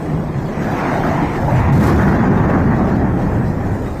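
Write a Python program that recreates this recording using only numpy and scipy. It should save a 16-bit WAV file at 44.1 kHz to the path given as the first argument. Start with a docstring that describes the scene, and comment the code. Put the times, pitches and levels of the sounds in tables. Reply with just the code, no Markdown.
"""Harbour yard, from far off: a huge steel lattice tower topples into the water.
Its foot slips and groans; buckling members clatter, clang, crunch and scrape; loose pieces ring.
Sections slam down, the churn booms, and a plume roars up with a crackle of spray.
Wind rumbles on the microphone under a thin hiss; a limiter holds the loudest part down."""
import sys
import numpy as np
from scipy import signal
from scipy.fft import rfft, irfft, next_fast_len
from scipy.io import wavfile
from scipy.ndimage import uniform_filter1d, minimum_filter1d, map_coordinates

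SR = 44100
rng = np.random.default_rng(int(sys.argv[2]) if len(sys.argv) > 2 else 0)


def transcribe(signal):
    """Save signal, clipped to [-1, 1], as a 16-bit WAV file at the path in sys.argv[1]."""
    frames = np.atleast_2d(signal).T
    limited = np.clip(frames, -1, 1)
    pcm = np.round(limited * 32767).astype(np.int16)
    wavfile.write(sys.argv[1], SR, pcm)


N = 176400
TIME_S = np.arange(N) / SR

# thuds of tower sections and falling water (time [s], level [dB], pitch [Hz])
SLAMS = [(1.222, -17, 151), (1.44, -10.5, 137.6), (1.515, -7, 128.8), (1.575, -6, 104.5), (1.635, -9, 79),
         (1.703, -2.5, 133.9), (1.775, -5.5, 206.6), (1.85, -7, 97), (1.935, -7.5, 77.6),
         (2.025, -5.5, 188.8), (3.36, -10.5, 110.4), (3.46, -9.5, 154.2), (3.69, -18, 95.9)]
# churning water (time [s], level [dB])
CHURN_LEVEL = [(0, -27.5), (1.1, -27), (1.42, -26), (1.53, -18), (1.68, -13), (1.78, -11.5), (1.95, -12.5),
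               (2.15, -12.5), (2.3, -13), (2.7, -13.5), (3.05, -17), (3.3, -19.5), (3.4, -17),
               (3.52, -18.5), (3.7, -21.5), (3.8, -23.5), (4, -30)]
# its boom (frequency [Hz], density [dB])
CHURN_SPECTRUM = [(25, -28), (48, -26), (68, -3.5), (95, -3), (125, -2), (160, -1), (220, -4.5),
                  (300, -12.5), (450, -21.5), (900, -32), (3000, -99)]
# rising plume (time [s], level [dB])
PLUME_LEVEL = [(1.6, -50), (1.76, -21), (1.87, -12), (1.96, -17.5), (2.2, -17), (2.5, -16), (2.65, -18),
               (2.9, -18), (3.2, -20.5), (3.5, -22), (3.8, -23), (4, -26)]
# its roar, plus a faint separate fizz near 13-14 kHz (frequency [Hz], density [dB])
PLUME_SPECTRUM = [(80, -17), (150, -2.5), (230, -0.5), (320, -1), (480, -7.5), (800, -6.5), (1100, -11.5),
                  (1400, -15.5), (1850, -16), (2250, -27.5), (2500, -30), (2900, -39.5), (4000, -49),
                  (7000, -53), (10000, -74), (14000, -52)]
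# buckling members (time [s], level [dB])
CLATTER_LEVEL = [(0, -31), (.45, -30.5), (.56, -26), (.66, -21.5), (.9, -17), (1.1, -18), (1.25, -21.5),
                 (1.36, -23), (1.55, -19), (1.7, -18), (2.1, -44), (2.6, -57)]
# their clatter, plus a faint separate fizz near 13-14 kHz (frequency [Hz], density [dB])
CLATTER_SPECTRUM = [(60, -40), (170, -1.5), (250, 7), (350, -1.5), (510, -6), (640, 1.5), (860, -2),
                    (1100, -7), (1400, -11.5), (1800, -9.5), (2300, -19), (2550, -23), (2900, -34),
                    (5000, -42), (7000, -47), (10000, -66), (14000, -42)]
# single steel clangs (time [s], level [dB], pitch [Hz])
CLANGS = [(.645, -6, 229.6), (.912, -10, 700), (1.215, -4.5, 281), (1.478, -5.5, 871), (2.37, -34, 3630)]
# straining foot (time [s], level [dB])
STRAIN_LEVEL = [(0, -22), (.2, -22), (.35, -25), (.5, -22), (.68, -22.5), (.95, -25), (1.25, -21.5),
                (1.36, -21), (1.65, -29.5), (2.2, -40)]
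# low frame resonances (frequency [Hz], width [Hz], gain [dB])
FRAME_MODES = [(171, 75, -7.5), (206, 64, -10), (307, 78, -14), (350, 51, -21.5), (724, 380, -30)]
# lowest mode swelling under load (time [s], level [dB])
MOAN_LEVEL = [(0, -31), (.07, -22), (.12, -19.5), (.22, -21), (.3, -34), (.39, -18.5), (.47, -37),
              (.9, -26.5), (1.24, -21), (1.32, -49), (2, -81)]
# crunches of steel and water (time [s], level [dB])
CRUNCHES = [(.6, -27), (.66, -26.5), (.79, -21), (.86, -23.5), (.945, -34), (1.03, -19.5), (1.18, -26.5),
            (1.482, -27), (1.79, -24), (1.83, -20), (1.87, -19), (1.985, -18.5), (2.07, -18),
            (2.185, -18.5), (2.275, -29), (2.43, -22), (2.53, -21.5), (2.69, -31), (3.02, -35)]
# their colour (frequency [Hz], density [dB])
CRUNCH_SPECTRUM = [(200, -20), (450, -11), (700, -2), (1200, 12), (1900, 5.5), (2400, -8.5), (3000, -23),
                   (6000, -24), (13000, -53)]
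# spray (time [s], level [dB])
SPRAY_LEVEL = [(1.715, -75), (1.727, -39.5), (1.775, -41), (1.805, -37.5), (1.875, -33.5), (1.915, -41.5),
               (2.0, -46), (2.04, -46), (2.09, -44), (2.2, -58), (2.4, -70)]
# its crackle, plus a separate fizz near 13-14 kHz (frequency [Hz], density [dB])
SPRAY_SPECTRUM = [(1500, -25), (3200, 6.5), (6000, 2.5), (8000, 1.5), (10500, -4), (13500, 1.5)]
# steel and debris scrapes (start [s], level [dB], length [s])
SCRAPES = [(0.593, -44, .08), (0.76, -42, 0.071), (1.023, -43, 0.15), (1.322, -44, 0.081),
           (1.543, -45, 0.082), (2.485, -42, .035), (2.864, -45, 0.053), (2.942, -47, 0.041),
           (3.16, -49.5, 0.11)]
# their grit, plus a faint separate fizz near 13-14 kHz (frequency [Hz], density [dB])
GRIT_SPECTRUM = [(1200, -20), (2600, 13), (3600, 2.5), (5500, 1), (8000, -4.5), (11000, -17), (13500, -6)]
# loose steel ringing (time [s], level [dB])
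RATTLE_LEVEL = [(0, -53.5), (.5, -50), (.75, -45), (1.1, -44), (1.65, -49.5), (1.9, -40.5), (2.4, -51),
                (2.95, -50), (3.1, -55.5), (4, -59)]
# its colour (frequency [Hz], gain [dB])
RATTLE_SPECTRUM = [(1200, -32), (2200, 11), (3000, 8.5), (4800, 3), (6800, 1.5), (9000, -19)]
# wind on the microphone (time [s], level [dB])
WIND_LEVEL = [(0, -32.5), (.7, -30.5), (1.2, -27), (1.6, -20.5), (1.9, -31), (2.4, -27), (3.3, -24.5),
              (4, -26.5)]
# its rumble (frequency [Hz], density [dB])
WIND_SPECTRUM = [(8, -30), (20, -13), (38, -8.5), (70, -9), (120, -9), (300, -59), (1000, -65)]
# thin hiss (time [s], level [dB])
HISS_LEVEL = [(0, -48.5), (.3, -49.5), (.55, -46.5), (.75, -44), (1.25, -45.5), (1.58, -41.5), (1.69, -52),
              (2.4, -53), (2.92, -51), (3.08, -58), (3.25, -47), (3.6, -49.5), (3.8, -44.5), (4, -44)]
# its colour (frequency [Hz], density [dB])
HISS_SPECTRUM = [(800, -17), (2000, 13.5), (3200, 0.5), (5000, 0), (6800, -0.5), (8200, -1.5),
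                 (11000, -13.5), (13500, -4.5)]


def impact(breakout_s=1.58, opening_s=0.15, cutoff_hz=210):
    """The tower hits the water section by section; the churn booms, dull until the plume breaks out."""
    boom = coloured(shower(per_s=700, wash=1.17), CHURN_SPECTRUM)
    deep = filtered(boom, lambda f: 1 / (1 + (f / cutoff_hz) ** 6))
    opened = np.clip((TIME_S - breakout_s) / opening_s, 0, 1)
    churn = level(CHURN_LEVEL) * (deep + opened * (boom - deep))
    return churn + blows(SLAMS, wander=0.06, t60_s=0.39, attack_s=0.0066)


def plume(cutoff_hz=800, dull_from_s=1.67, dull_db_per_s=1.5):
    """Thrown water roars, growing duller as it slows."""
    roar = patchy(coloured(shower(per_s=2500, wash=1.28), PLUME_SPECTRUM), depth_db=1.5)
    low = filtered(roar, lambda f: 1 / (1 + (f / cutoff_hz) ** 4))
    age_s = np.maximum(TIME_S - dull_from_s, 0)
    treble_gain = amp(-dull_db_per_s * age_s) * flicker(depth_db=1.45, per_s=24.87)
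    return level(PLUME_LEVEL) * (low + treble_gain * (roar - low))


def buckling():
    """Members clash as the lattice folds, pitch drifting with their size; a few clang out."""
    clatter = patchy(coloured(shower(per_s=1400, wash=1.35), CLATTER_SPECTRUM), depth_db=1.93)
    pitch_ratio = 1 + 0.09 * wobble(per_s=9)
    clatter = map_coordinates(clatter, [np.cumsum(pitch_ratio)])
    clatter *= level(CLATTER_LEVEL) * flicker(depth_db=0.36, per_s=21.4)
    return clatter + blows(CLANGS, wander=0.065, t60_s=0.085, attack_s=0.0068)


def groan(moan_hz=151, cutoff_hz=1200):
    """Irregular slips at the foot shake the frame's low resonances; its lowest mode moans."""
    def frame_response(f):
        modes = sum(amp(db) * resonance(f, hz, width_hz) for hz, width_hz, db in FRAME_MODES)
        return modes / (1 + (f / cutoff_hz) ** 4)

    frame = filtered(shower(per_s=260, wash=1.44), frame_response)
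    pitch_hz = moan_hz * (1 + 0.0675 * wobble(per_s=50))
    moan = np.sin(2 * np.pi * np.cumsum(pitch_hz) / SR) * flicker(depth_db=1, per_s=35.4)
    return level(STRAIN_LEVEL) * unit(frame) + level(MOAN_LEVEL) * unit(moan)


def crunches():
    """Whole lattice bays give way, each a short dense burst."""
    power = np.zeros(N)
    for start_s, db in CRUNCHES:
        age_s = np.maximum(TIME_S - start_s, 0)
        power += (amp(db) * strike_envelope(age_s, attack_s=0.0096, t60_s=0.28)) ** 2
    return np.sqrt(power) * coloured(shower(per_s=2000, wash=1.0), CRUNCH_SPECTRUM)


def spray():
    """Water tears apart: a short crackling hiss."""
    drops = coloured(shower(per_s=3100, wash=0.84), SPRAY_SPECTRUM)
    return level(SPRAY_LEVEL) * flicker(depth_db=0.97, per_s=16) * drops


def scrapes():
    """Steel drags on steel and debris slides: short swells of grit."""
    swell = np.zeros(N)
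    for start_s, db, length_s in SCRAPES:
        progress = np.clip((TIME_S - start_s) / length_s, 0, 1)
        swell += amp(db) * np.sin(np.pi * progress)
    return swell * coloured(shower(per_s=1100, wash=0.83), GRIT_SPECTRUM)


def rattle(rings_per_s=700, low_hz=1477, high_hz=6980, range_db=16):
    """Loose bars and plates ring briefly, each at its own pitch."""
    rings = np.zeros(N + SR)
    age_s = np.arange(SR // 8) / SR
    envelope = strike_envelope(age_s, attack_s=0.0086, t60_s=0.11)
    for when, pitch, softness in rng.random((int(rings_per_s * N / SR), 3)):
        hz = low_hz + (high_hz - low_hz) * pitch
        ring = amp(-range_db * softness) * envelope * np.sin(2 * np.pi * hz * age_s)
        rings[int(when * N):][:len(ring)] += ring
    return level(RATTLE_LEVEL) * coloured(rings[:N], RATTLE_SPECTRUM)


def wind():
    """Gusts buffet the microphone."""
    gusts = level(WIND_LEVEL) * flicker(depth_db=0.69, per_s=3.7)
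    return gusts * coloured(rng.standard_normal(N), WIND_SPECTRUM)


def hiss():
    """Thin, grainy background hiss."""
    grains = patchy(coloured(shower(per_s=1500, wash=0.96), HISS_SPECTRUM), depth_db=4.5)
    return level(HISS_LEVEL) * flicker(depth_db=1.2, per_s=22.7) * grains


def blows(rows, wander, t60_s, attack_s):
    """Each blow rings a cluster of close modes: a dying tone with wandering phase."""
    tones = np.zeros(N)
    for start_s, db, hz in rows:
        age_s = np.maximum(TIME_S - start_s, 0)
        pitch_hz = hz * (1 + wander * wobble(per_s=hz / 2))
        phase = 2 * np.pi * np.cumsum(pitch_hz * (age_s > 0)) / SR
        tones += amp(db) * np.sin(phase) * strike_envelope(age_s, attack_s, t60_s)
    return tones


def shower(per_s, wash, spread_db=2.5):
    """Tiny random impacts of uneven size; a noise wash stands for their blurred echoes."""
    hits = (rng.random(N) < per_s / SR) * np.sign(rng.standard_normal(N))
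    hits *= amp(spread_db * rng.standard_normal(N))
    return unit(unit(hits) + wash * rng.standard_normal(N))


def patchy(x, depth_db):
    """Scattering on the way: random patches of gain in frequency and time."""
    spectra = signal.stft(x, nperseg=1024)[2]
    patches = uniform_filter1d(rng.standard_normal(spectra.shape), size=4, axis=0)
    patches = uniform_filter1d(patches, size=8, axis=1)
    spectra *= amp(depth_db * unit(patches))
    return unit(signal.istft(spectra, nperseg=1024)[1][:N])


def strike_envelope(age_s, attack_s, t60_s):
    """Fast rise, exponential decay."""
    return (1 - np.exp(-age_s / attack_s)) * amp(-60 * age_s / t60_s)


def resonance(f, hz, width_hz):
    """Response of one damped mode."""
    return 1j * f * width_hz / (hz * hz - f * f + 1j * f * width_hz)


def coloured(x, spectrum):
    """x shaped by (frequency [Hz], gain [dB]) points, at rms 1."""
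    hz, db = np.transpose(spectrum)
    return unit(filtered(x, lambda f: amp(np.interp(np.log(f + 1), np.log(hz + 1), db))))


def filtered(x, response):
    """x through a frequency response."""
    size = next_fast_len(N + SR // 2)
    return irfft(rfft(x, size) * response(np.fft.rfftfreq(size, 1 / SR)), size)[:N]


def flicker(depth_db, per_s):
    """Smooth random gain."""
    return amp(depth_db * wobble(per_s))


def wobble(per_s):
    """Smooth curve through Gaussian knots."""
    knots = rng.standard_normal(int(N * per_s / SR) + 4)
    return map_coordinates(knots, [TIME_S * per_s])


def level(rows):
    """Gain per sample from (time [s], level [dB]) points."""
    return amp(np.interp(TIME_S, *np.transpose(rows)))


def amp(db):
    """Decibels to gain."""
    return 10 ** (np.asarray(db) / 20)


def unit(x):
    """Scale to rms 1."""
    return x / np.sqrt(np.mean(x ** 2) + 1e-20)


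def scene():
    """Steel, water and air at one microphone."""
    steel = groan() + buckling() + rattle() + crunches()
    water = impact() + plume() + spray()
    return (steel + water + wind() + hiss() + scrapes())[None]


def record(dry, threshold_db=-5, slope=0.76, lookahead_s=0.0081, top_hz=14050):
    """Fast limiter, then band limit."""
    x = dry[0]
    span = int(lookahead_s * SR)
    needed_gain = np.minimum(1, amp(threshold_db) / (np.abs(x) + 1e-9)) ** slope
    gain = uniform_filter1d(minimum_filter1d(needed_gain, span), span)
    return filtered(x * gain, lambda f: f < top_hz)[None]


dry = scene()
out = record(dry)
transcribe(out)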